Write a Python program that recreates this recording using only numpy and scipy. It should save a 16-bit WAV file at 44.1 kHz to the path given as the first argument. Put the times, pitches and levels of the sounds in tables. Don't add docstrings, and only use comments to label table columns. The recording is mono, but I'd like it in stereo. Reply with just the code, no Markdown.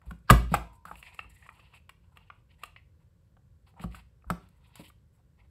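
import sys
import numpy as np
from scipy import signal
from scipy.fft import rfft, irfft, next_fast_len
from scipy.io import wavfile
from scipy.ndimage import uniform_filter1d, map_coordinates

SR = 44100
rng = np.random.default_rng(int(sys.argv[2]) if len(sys.argv) > 2 else 0)


def master_out(mix):
    frames = np.transpose(np.atleast_2d(mix))
    ceiling = np.clip(frames, -1, 1)
    pcm = np.round(ceiling * 32767).astype(np.int16)
    wavfile.write(sys.argv[1], SR, pcm)


N = 242550


# start_s, shell_db, edge_re_shell_db, crack_re_shell_db (before fixed trims),
# favoured_shell_hz, favoured_edge_hz
CONTACTS = [(0.016, -55.5, -3, -11, 1370, 2000), (0.109, -34.5, -8, -11, 1400, 2730),
            (0.294, -23, -9, -18, 1500, 2560), (.2995, -3, -5.5, -16.5, 1538, 2770),
            (.302, -6, -12, -7, 1362, 2800), (.306, -5, -23, -3.5, 1150, 2090),
            (.309, -26, 8, -4, 757.8, 2100), (.54, -11, -12, -10.5, 920, 2230),
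            (.5445, -15.5, -8, -9.5, 1030, 2220), (.55, -30.5, 7, -30, 1090, 3200),
            (0.732, -57.5, -11.5, -1.5, 910, 2350), (0.853, -35.5, -19.5, -10, 1400, 1895),
            (0.913, -31.5, -16.5, -25, 1040, 2180), (0.955, -49.5, 7.5, -2, 637, 2870),
            (1.027, -49.5, 13, -4, 1045, 2450), (1.145, -55, 5.5, 7, 1140, 2300),
            (1.191, -32.5, 7, -23, 1276, 2500), (1.244, -50, -10, -30.5, 933, 2280),
            (1.425, -59.5, 14, -14, 1590, 1860), (1.463, -48, 2.5, -18.5, 1144, 1910),
            (1.49, -41, 3.5, -35, 1228, 1820), (1.594, -50.5, -6.5, -27.5, 930, 2650),
            (1.737, -54.5, 7.5, -6.5, 1060, 2654), (1.893, -40, 0, -5, 1230, 2500),
            (2.171, -49, 9.5, -3.5, 1063, 2940), (2.301, -39, -0.5, -40, 1260, 2500),
            (2.635, -30, -0.5, -6, 1224, 2670), (2.762, -49, 10.5, -29, 1000, 2316),
            (3.368, -47, -17, -35, 618, 3140), (3.681, -61, -8.5, -16.5, 688, 2630),
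            (3.739, -56.5, -16, -20, 655, 2240), (3.796, -46, 4, -11.5, 1196, 2300),
            (3.839, -28.5, -20.5, -17, 690, 2690), (3.946, -41.5, 0.5, -15.5, 1530, 2770),
            (4.222, -62.5, 0, -17, 1500, 2000), (4.243, -49, -21, -35.5, 694, 1900),
            (4.3015, -15.5, -13.5, -13, 1110, 1760), (4.487, -65.5, -8.5, 8, 552, 2777),
            (4.755, -52, -1, 12, 972, 2300), (4.9, -52, -1.5, -17.5, 1530, 1707)]
# pitch_hz, level_db, t60_s
SHELL_MODES = [(543, -4, 0.029), (760, 0.5, 0.021), (890, -1, 0.019), (1021, 1.5, 0.01), (1146, 4, 0.02),
               (1234, -1, .025), (1304, -1, 0.019), (1508, -0.5, .022), (1630, -10.5, 0.025)]
# pitch_hz, level_db, t60_s
EDGE_MODES = [(1880, -1, .018), (2050, -2, .018), (2280, 0, .018), (2550, 0, .016), (2810, 0, .014),
              (3200, -2, .012), (4000, -5, .01), (5000, -6, .008)]
# frequency_hz, density_db (per Hz)
CRACK_SPECTRUM = [(300, -2), (1000, -1.5), (3000, 0.5), (5500, -2), (8000, -0.5), (11000, 2), (15000, -7.5)]


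def clicks():
    out, t = np.zeros(N), np.arange(SR // 16) / SR
    noise = rng.standard_normal((len(CONTACTS), len(t)))
    cracks = unit(filtered(noise, lambda hz: amp(along(CRACK_SPECTRUM, hz))))
    cracks *= amp(-60 * t / 0.019) * (1 - np.exp(-t / 0.0022))
    for (s, db, edge_db, crack_db, shell_hz, edge_hz), crack in zip(CONTACTS, cracks):
        modes = [(hz, level + 0.5 - 10.5 * abs(np.log2(hz / shell_hz)), t60)
                 for hz, level, t60 in SHELL_MODES]
        modes += [(hz, level + edge_db + 2.5 - 15 * abs(np.log2(hz / edge_hz)), t60)
                  for hz, level, t60 in EDGE_MODES]
        body = np.zeros(len(t))
        for hz, level, t60 in modes:
            detune, spread = rng.standard_normal(2)
            body += ring(hz * (1 + 0.03 * detune), level + 2.9 * spread, t60, t, attack=.0017)
        add(out, s, amp(db) * (body + amp(crack_db + 4.5) * crack))
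    return out


# start_s, first_mode_db, second_mode_db, third_mode_db, planks_db
TABLE_PUSHES = [(0.069, -32.5, -36, -58, -50), (0.115, -42, -36, -32, -39), (0.3081, -10.5, 0, -9.5, -5),
                (.518, -34, -37, -17, -26.5), (0.549, -30.5, -21.5, -41.5, -27.5),
                (.86, -64.5, -68.5, -45.5, -54), (.915, -50.5, -75.5, -46.5, -48),
                (1.247, -49.5, -75, -62.5, -51), (3.801, -56.5, -37, -36, -42),
                (3.843, -30.5, -23.5, -23, -35.5), (3.94, -39.5, -49, -54, -49),
                (4.266, -36.5, -54, -50, -57), (4.307, -35, -25, -20, -26), (4.796, -57.5, -51, -43.5, -35)]
# pitch_hz, t60_s
TABLE_MODES = [(57, 0.39), (124, 0.062), (173, 0.095)]
# pitch_hz, level_db, t60_s
PLANK_MODES = [(203, -5, 0.045), (289, -13, 0.11), (350.7, -15, 0.091), (413, -17, .06), (540, -5.5, 0.023)]
# frequency_hz, density_db (per Hz)
SHUDDER_SPECTRUM = [(60, -32.5), (150, -3.5), (250, 3), (500, -3.5), (900, -13), (2000, -33)]


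def table():
    out, t = np.zeros(N), np.arange(SR // 2) / SR
    noise = rng.standard_normal((len(TABLE_PUSHES), len(t)))
    shudders = unit(filtered(noise, lambda hz: amp(along(SHUDDER_SPECTRUM, hz))))
    shudders *= amp(-10.5 - 60 * t / 0.099) * (1 - np.exp(-t / 0.0027))
    for (s, *levels, planks_db), shudder in zip(TABLE_PUSHES, shudders):
        boom = sum(ring(hz, db, t60, t, attack=0.0032) for (hz, t60), db in zip(TABLE_MODES, levels))
        planks = sum(ring(hz, db, t60, t, attack=0.00067) for hz, db, t60 in PLANK_MODES)
        add(out, s, boom + amp(planks_db) * (planks + shudder))
    return out


# start_s, length_s, card_db, shell_db, skin_hiss_db (before brightness and favour),
# swell_db (start to end), brightness_db (per octave), favoured_hz
RUBS = [(0.024, 0.037, -78, -68, -93, -1.5, -4, 700), (0.056, 0.054, -72, -68, -69.5, -1, 7, 1200),
        (0.13, 0.037, -82, -83, -78, -7, .1, 1300), (0.181, 0.0091, -79, -82, -66, 0, -1, 1200),
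        (0.222, 0.053, -81.5, -90.5, -81, 3, -1, 1600), (0.271, 0.038, -66.5, -51.5, -80, 2, 24.5, 1500),
        (0.489, 0.073, -49.5, -47, -56.5, 9, 6.5, 750), (0.725, 0.039, -78.5, -68, -67, -10, 1.5, 1000),
        (0.851, 0.056, -66, -56.5, -64, -4, 8, 1350), (0.916, 0.03, -62.5, -54.5, -66.5, -8.5, 1, 1010),
        (0.945, 0.089, -70, -70.5, -66, 4.5, 7.5, 2910), (1.03, 0.12, -62, -67, -65.5, -1.5, -2.5, 2400),
        (1.14, 0.062, -71.5, -71, -66.5, 4, -2, 2585), (1.194, .022, -60.5, -75, -69, -14, 2, 2500),
        (1.222, 0.048, -71, -64, -73.5, -11, -0.5, 2060), (1.291, .11, -69, -76, -68, -0.5, 0, 1950),
        (1.393, .088, -64, -71, -70.5, 2, -4, 1900), (1.486, 0.061, -76.5, -68, -77.5, -5.5, 3, 996),
        (1.546, 0.09, -71, -67, -74.5, 0, 2, 2740), (1.637, 0.1, -70, -72, -81, 1, 4, 2900),
        (1.739, 0.042, -66, -67.5, -66, -7, 1, 2595), (2, .1, -86.5, -82, -91.5, 1.5, 3, 1550),
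        (2.114, .035, -83, -75.5, -79.5, -5, 1, 1300), (2.156, 0.056, -72, -69, -79.5, -6.5, 0.8, 1009),
        (2.213, 0.086, -79, -79, -92.5, -2, .1, 2800), (2.315, .09, -79, -74, -92, -7, 0.2, 2800),
        (2.484, 0.061, -70, -80, -82.5, 0.5, 1, 2900), (2.58, 0.055, -66.5, -67.5, -72.5, 8.5, -1, 2005),
        (2.65, 0.044, -78, -68, -76, -14, 0.2, 1197), (2.763, 0.045, -72.5, -89.5, -92.5, -15.5, 3.1, 2705),
        (2.988, .04, -82, -78.5, -86, 1, 0.5, 1503), (3.663, 0.044, -70, -70.5, -79, -4.5, 6, 750),
        (3.757, 0.048, -72, -60, -79, 4, -6, 795), (3.803, 0.03, -59.5, -56, -65, 6.5, 4, 3010),
        (3.868, .025, -79, -84, -82.5, -7, -2, 3000), (3.903, 0.036, -67, -69.5, -70, 3, 2.5, 1980),
        (3.944, 0.053, -57, -60, -58, -3.5, 2, 1600), (4.258, 0.047, -83.5, -67.5, -79.5, 10, 9, 1507),
        (4.396, 0.082, -75, -71.5, -86, -5.5, 3.5, 3600), (4.494, 0.094, -83.5, -80.5, -88.5, 0, 5, 2000),
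        (4.587, 0.17, -73.5, -71, -83, 0.5, 3.5, 3613), (4.759, 0.083, -62, -64, -63.5, -11.5, 6, 1100),
        (4.831, 0.06, -68.5, -70, -66.5, -6.5, 6.5, 3130),
        (5.125, .04, -88.5, -90.5, -80.5, 0.5, 0.7, 2000), (5.17, .03, -94.5, -76.5, -93, -4, -2.5, 700),
        (5.36, 0.094, -76, -76, -90.5, 2, -0.2, 2100)]
# centre_hz, width_hz, level_db (each pass)
CARD_RESONANCES = [(1881, 400, -2.5), (2650, 600, 0), (3200, 690, -1.5), (4500, 1500, -7)]
# centre_hz, width_hz, level_db (each pass)
HOLLOW_RESONANCES = [(624, 530, -5.5), (993, 232.6, 0.5), (1297, 130, 3), (1377, 470, -2)]
# frequency_hz, density_db (per Hz)
HISS_SPECTRUM = [(1500, -29), (3500, -11), (5500, -9), (8000, 1), (11000, -0.5), (15000, -13.5)]
PIVOTS_HZ = [2500, 1100, 8000]
GRIP_S, EASE_IN, LET_GO_S = .008, .4, .02
FAVOUR_DB, FAVOUR_OCTAVES = 6.5, .15


def sliding():
    out, t = np.zeros(N), np.arange(SR // 3) / SR
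    catches = (rng.random((3, N)) < 900 / SR) * amp(4 * rng.standard_normal((3, N)))
    own_grip = np.array([wobble(70) for _ in range(3)])
    grip = amp(2.1 * wobble(45) + 4.0 * own_grip)
    friction = grip * rng.standard_normal((3, N)) * (1 + 0.3 * unit(catches))
    colours = [resonances(CARD_RESONANCES), resonances(HOLLOW_RESONANCES),
               lambda hz: amp(along(HISS_SPECTRUM, hz))]
    layers = np.array([unit(filtered(x, colour)) for x, colour in zip(friction, colours)])

    def octaves(hz):
        return np.clip(np.log2((hz + 1) / np.c_[PIVOTS_HZ]), -1, 1)

    for s, length, *levels, swell_db, bright_db, spot_hz in RUBS:
        rise = max(GRIP_S, EASE_IN * length * (swell_db > 0))
        swell = swell_db * (np.minimum(t / length, 1) - .5)
        release = -20 * np.maximum(t - length, 0) / LET_GO_S
        shape = np.minimum(t / rise, 1) * amp(swell + release)

        def tint(hz):
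            distance = np.log2((hz + 1) / spot_hz) / FAVOUR_OCTAVES
            return amp(bright_db * octaves(hz) + FAVOUR_DB * np.exp(-distance ** 2))

        piece = layers[:, round(s * SR):][:, :len(t)]
        rub = amp(levels) @ filtered(piece, tint)
        add(out, s, rub * shape[:len(rub)])
    return out


# pitch_hz, level_db, t60_s
SPRING_MODES = [(935, -59, 1.3), (1007, -57.5, 1.3)]
# free_s, stopped_s
SPRING_SPAN = (.575, .853)


def spring():
    free_s, stopped_s = SPRING_SPAN
    out, t = np.zeros(N), np.arange(round((stopped_s - free_s) * SR)) / SR
    add(out, free_s, sum(ring(hz, db, t60, t, attack=.03) for hz, db, t60 in SPRING_MODES))
    return out


# frequency_hz, t60_s
ROOM_DECAY = [(100, 0.46), (500, .3), (1200, 0.29), (4000, 0.36), (14000, .25)]


def room(x, piece_s=0.19):
    out, step = np.zeros((2, N + 2 * SR)), round(piece_s * SR)
    length, starts = SR // 3, range(0, N, step)
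    noise = diffuse(length * len(starts)).reshape(2, len(starts), length)
    hz, t, z = signal.stft(noise, SR, nperseg=256)
    decay = amp(-60 * t / along(ROOM_DECAY, hz)[:, None])
    tails = signal.istft(z * decay, SR, nperseg=256)[1]
    delay = 300
    for k, start in enumerate(starts):
        tail = tails[:, k] / np.linalg.norm(tails[0, k])
        wet = signal.fftconvolve(x[None, start:start + step], tail, axes=1)
        out[:, start + delay:start + delay + wet.shape[1]] += wet
    return out[:, :N]


# frequency_hz, density_db (per Hz)
AIR_SPECTRUM = [(12, -64.5), (20, -28.5), (45, -8), (86, -8), (168, -16), (241, -30), (422, -33.5),
                (527, -30), (698, -44), (1150, -38.5), (1260, -47), (1400, -39.5), (2200, -48.5),
                (13900, -55), (16000, -66.5)]
AIR_DB = -60.5


def air():
    z = signal.stft(diffuse(N), nperseg=1024)[2]
    patches = uniform_filter1d(rng.standard_normal(z.shape[1:]), 6, 0)
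    patches = unit(uniform_filter1d(patches, 6, 1))
    noise = signal.istft(z * amp(0.78 * patches), nperseg=1024)[1][:, :N]
    return amp(AIR_DB) * unit(filtered(noise, lambda hz: amp(along(AIR_SPECTRUM, hz))))


# frequency_hz, correlation (no unit)
LIKENESS = [(60, 0.97), (350, 0.77), (1000, 0.043), (2500, 0.085), (5000, 0.33), (6500, 0.27), (8000, 0.94),
            (15000, .9)]


def diffuse(length):
    def turn(hz):
        return np.arccos(np.clip(along(LIKENESS, hz), -1, 1)) / 2

    noise = rng.standard_normal((2, length))
    mid, side = filtered(noise, lambda hz: np.array([np.cos(turn(hz)), np.sin(turn(hz))]))
    return np.array([mid + side, mid - side])


def amp(db):
    return 10 ** (np.asarray(db) / 20)


def unit(x):
    return x / np.sqrt(np.mean(x ** 2) + 1e-20)


def along(points, hz):
    f, v = np.transpose(points)
    return np.interp(np.log(hz + 1), np.log(f + 1), v)


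def filtered(x, response):
    m = next_fast_len(x.shape[-1] + 8192)
    return irfft(rfft(x, m) * response(np.fft.rfftfreq(m, 1 / SR)), m)[..., :x.shape[-1]]


def resonances(modes):
    def response(f):
        total = 0
        for k, (c, w, db) in enumerate(modes):
            total = total + (-1) ** k * amp(db) * 1j * f * w / (c * c - f * f + 1j * f * w)
        return total ** 2
    return response


def ring(hz, db, t60, t, attack):
    return amp(db - 60 * t / t60) * np.sin(2 * np.pi * hz * t) * (1 - np.exp(-t / attack))


def wobble(rate):
    knots = rng.standard_normal(int(N * rate / SR) + 4)
    return map_coordinates(knots, [np.arange(N) * rate / SR])


def add(track, s, sound):
    part = track[round(s * SR):][:len(sound)]
    part += sound[:len(part)]


# frequency_hz, level_db
ROOM_SEND = [(100, -14), (400, -8.5), (900, -8.5), (1350, -13), (2200, -8.5), (4000, -10), (8000, -14),
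             (14000, -14)]


def scene():
    near = clicks() + table() + sliding() + spring()
    return near + room(filtered(near, lambda hz: amp(along(ROOM_SEND, hz)))) + air()


# frequency_hz, left_over_right_db
BALANCE = [(60, 2.5), (200, 1), (4000, -1), (8000, 0)]
# frequency_hz, left_lead_rad
PHASE_LEAD = [(0, 0), (2000, -.3), (3500, -.9), (5300, -1.7), (6200, -3.14), (16000, 14.7)]
TOP_HZ = 16050


def record(dry, low_hz=45):
    def half(hz):
        return amp(along(BALANCE, hz) / 2) * np.exp(.5j * np.interp(hz, *np.transpose(PHASE_LEAD)))

    def low_cut(hz):
        return hz * hz / (hz * hz - low_hz * low_hz - 1.3j * hz * low_hz)

    x = filtered(dry, lambda hz: np.array([half(hz), 1 / half(hz)]) * low_cut(hz))
    x = x / (1 + np.abs(x / .89) ** 6) ** (1 / 6)
    return filtered(x, lambda hz: np.clip((TOP_HZ - hz) / 400, 0, 1) ** 2)


dry = scene()
out = record(dry)
master_out(out)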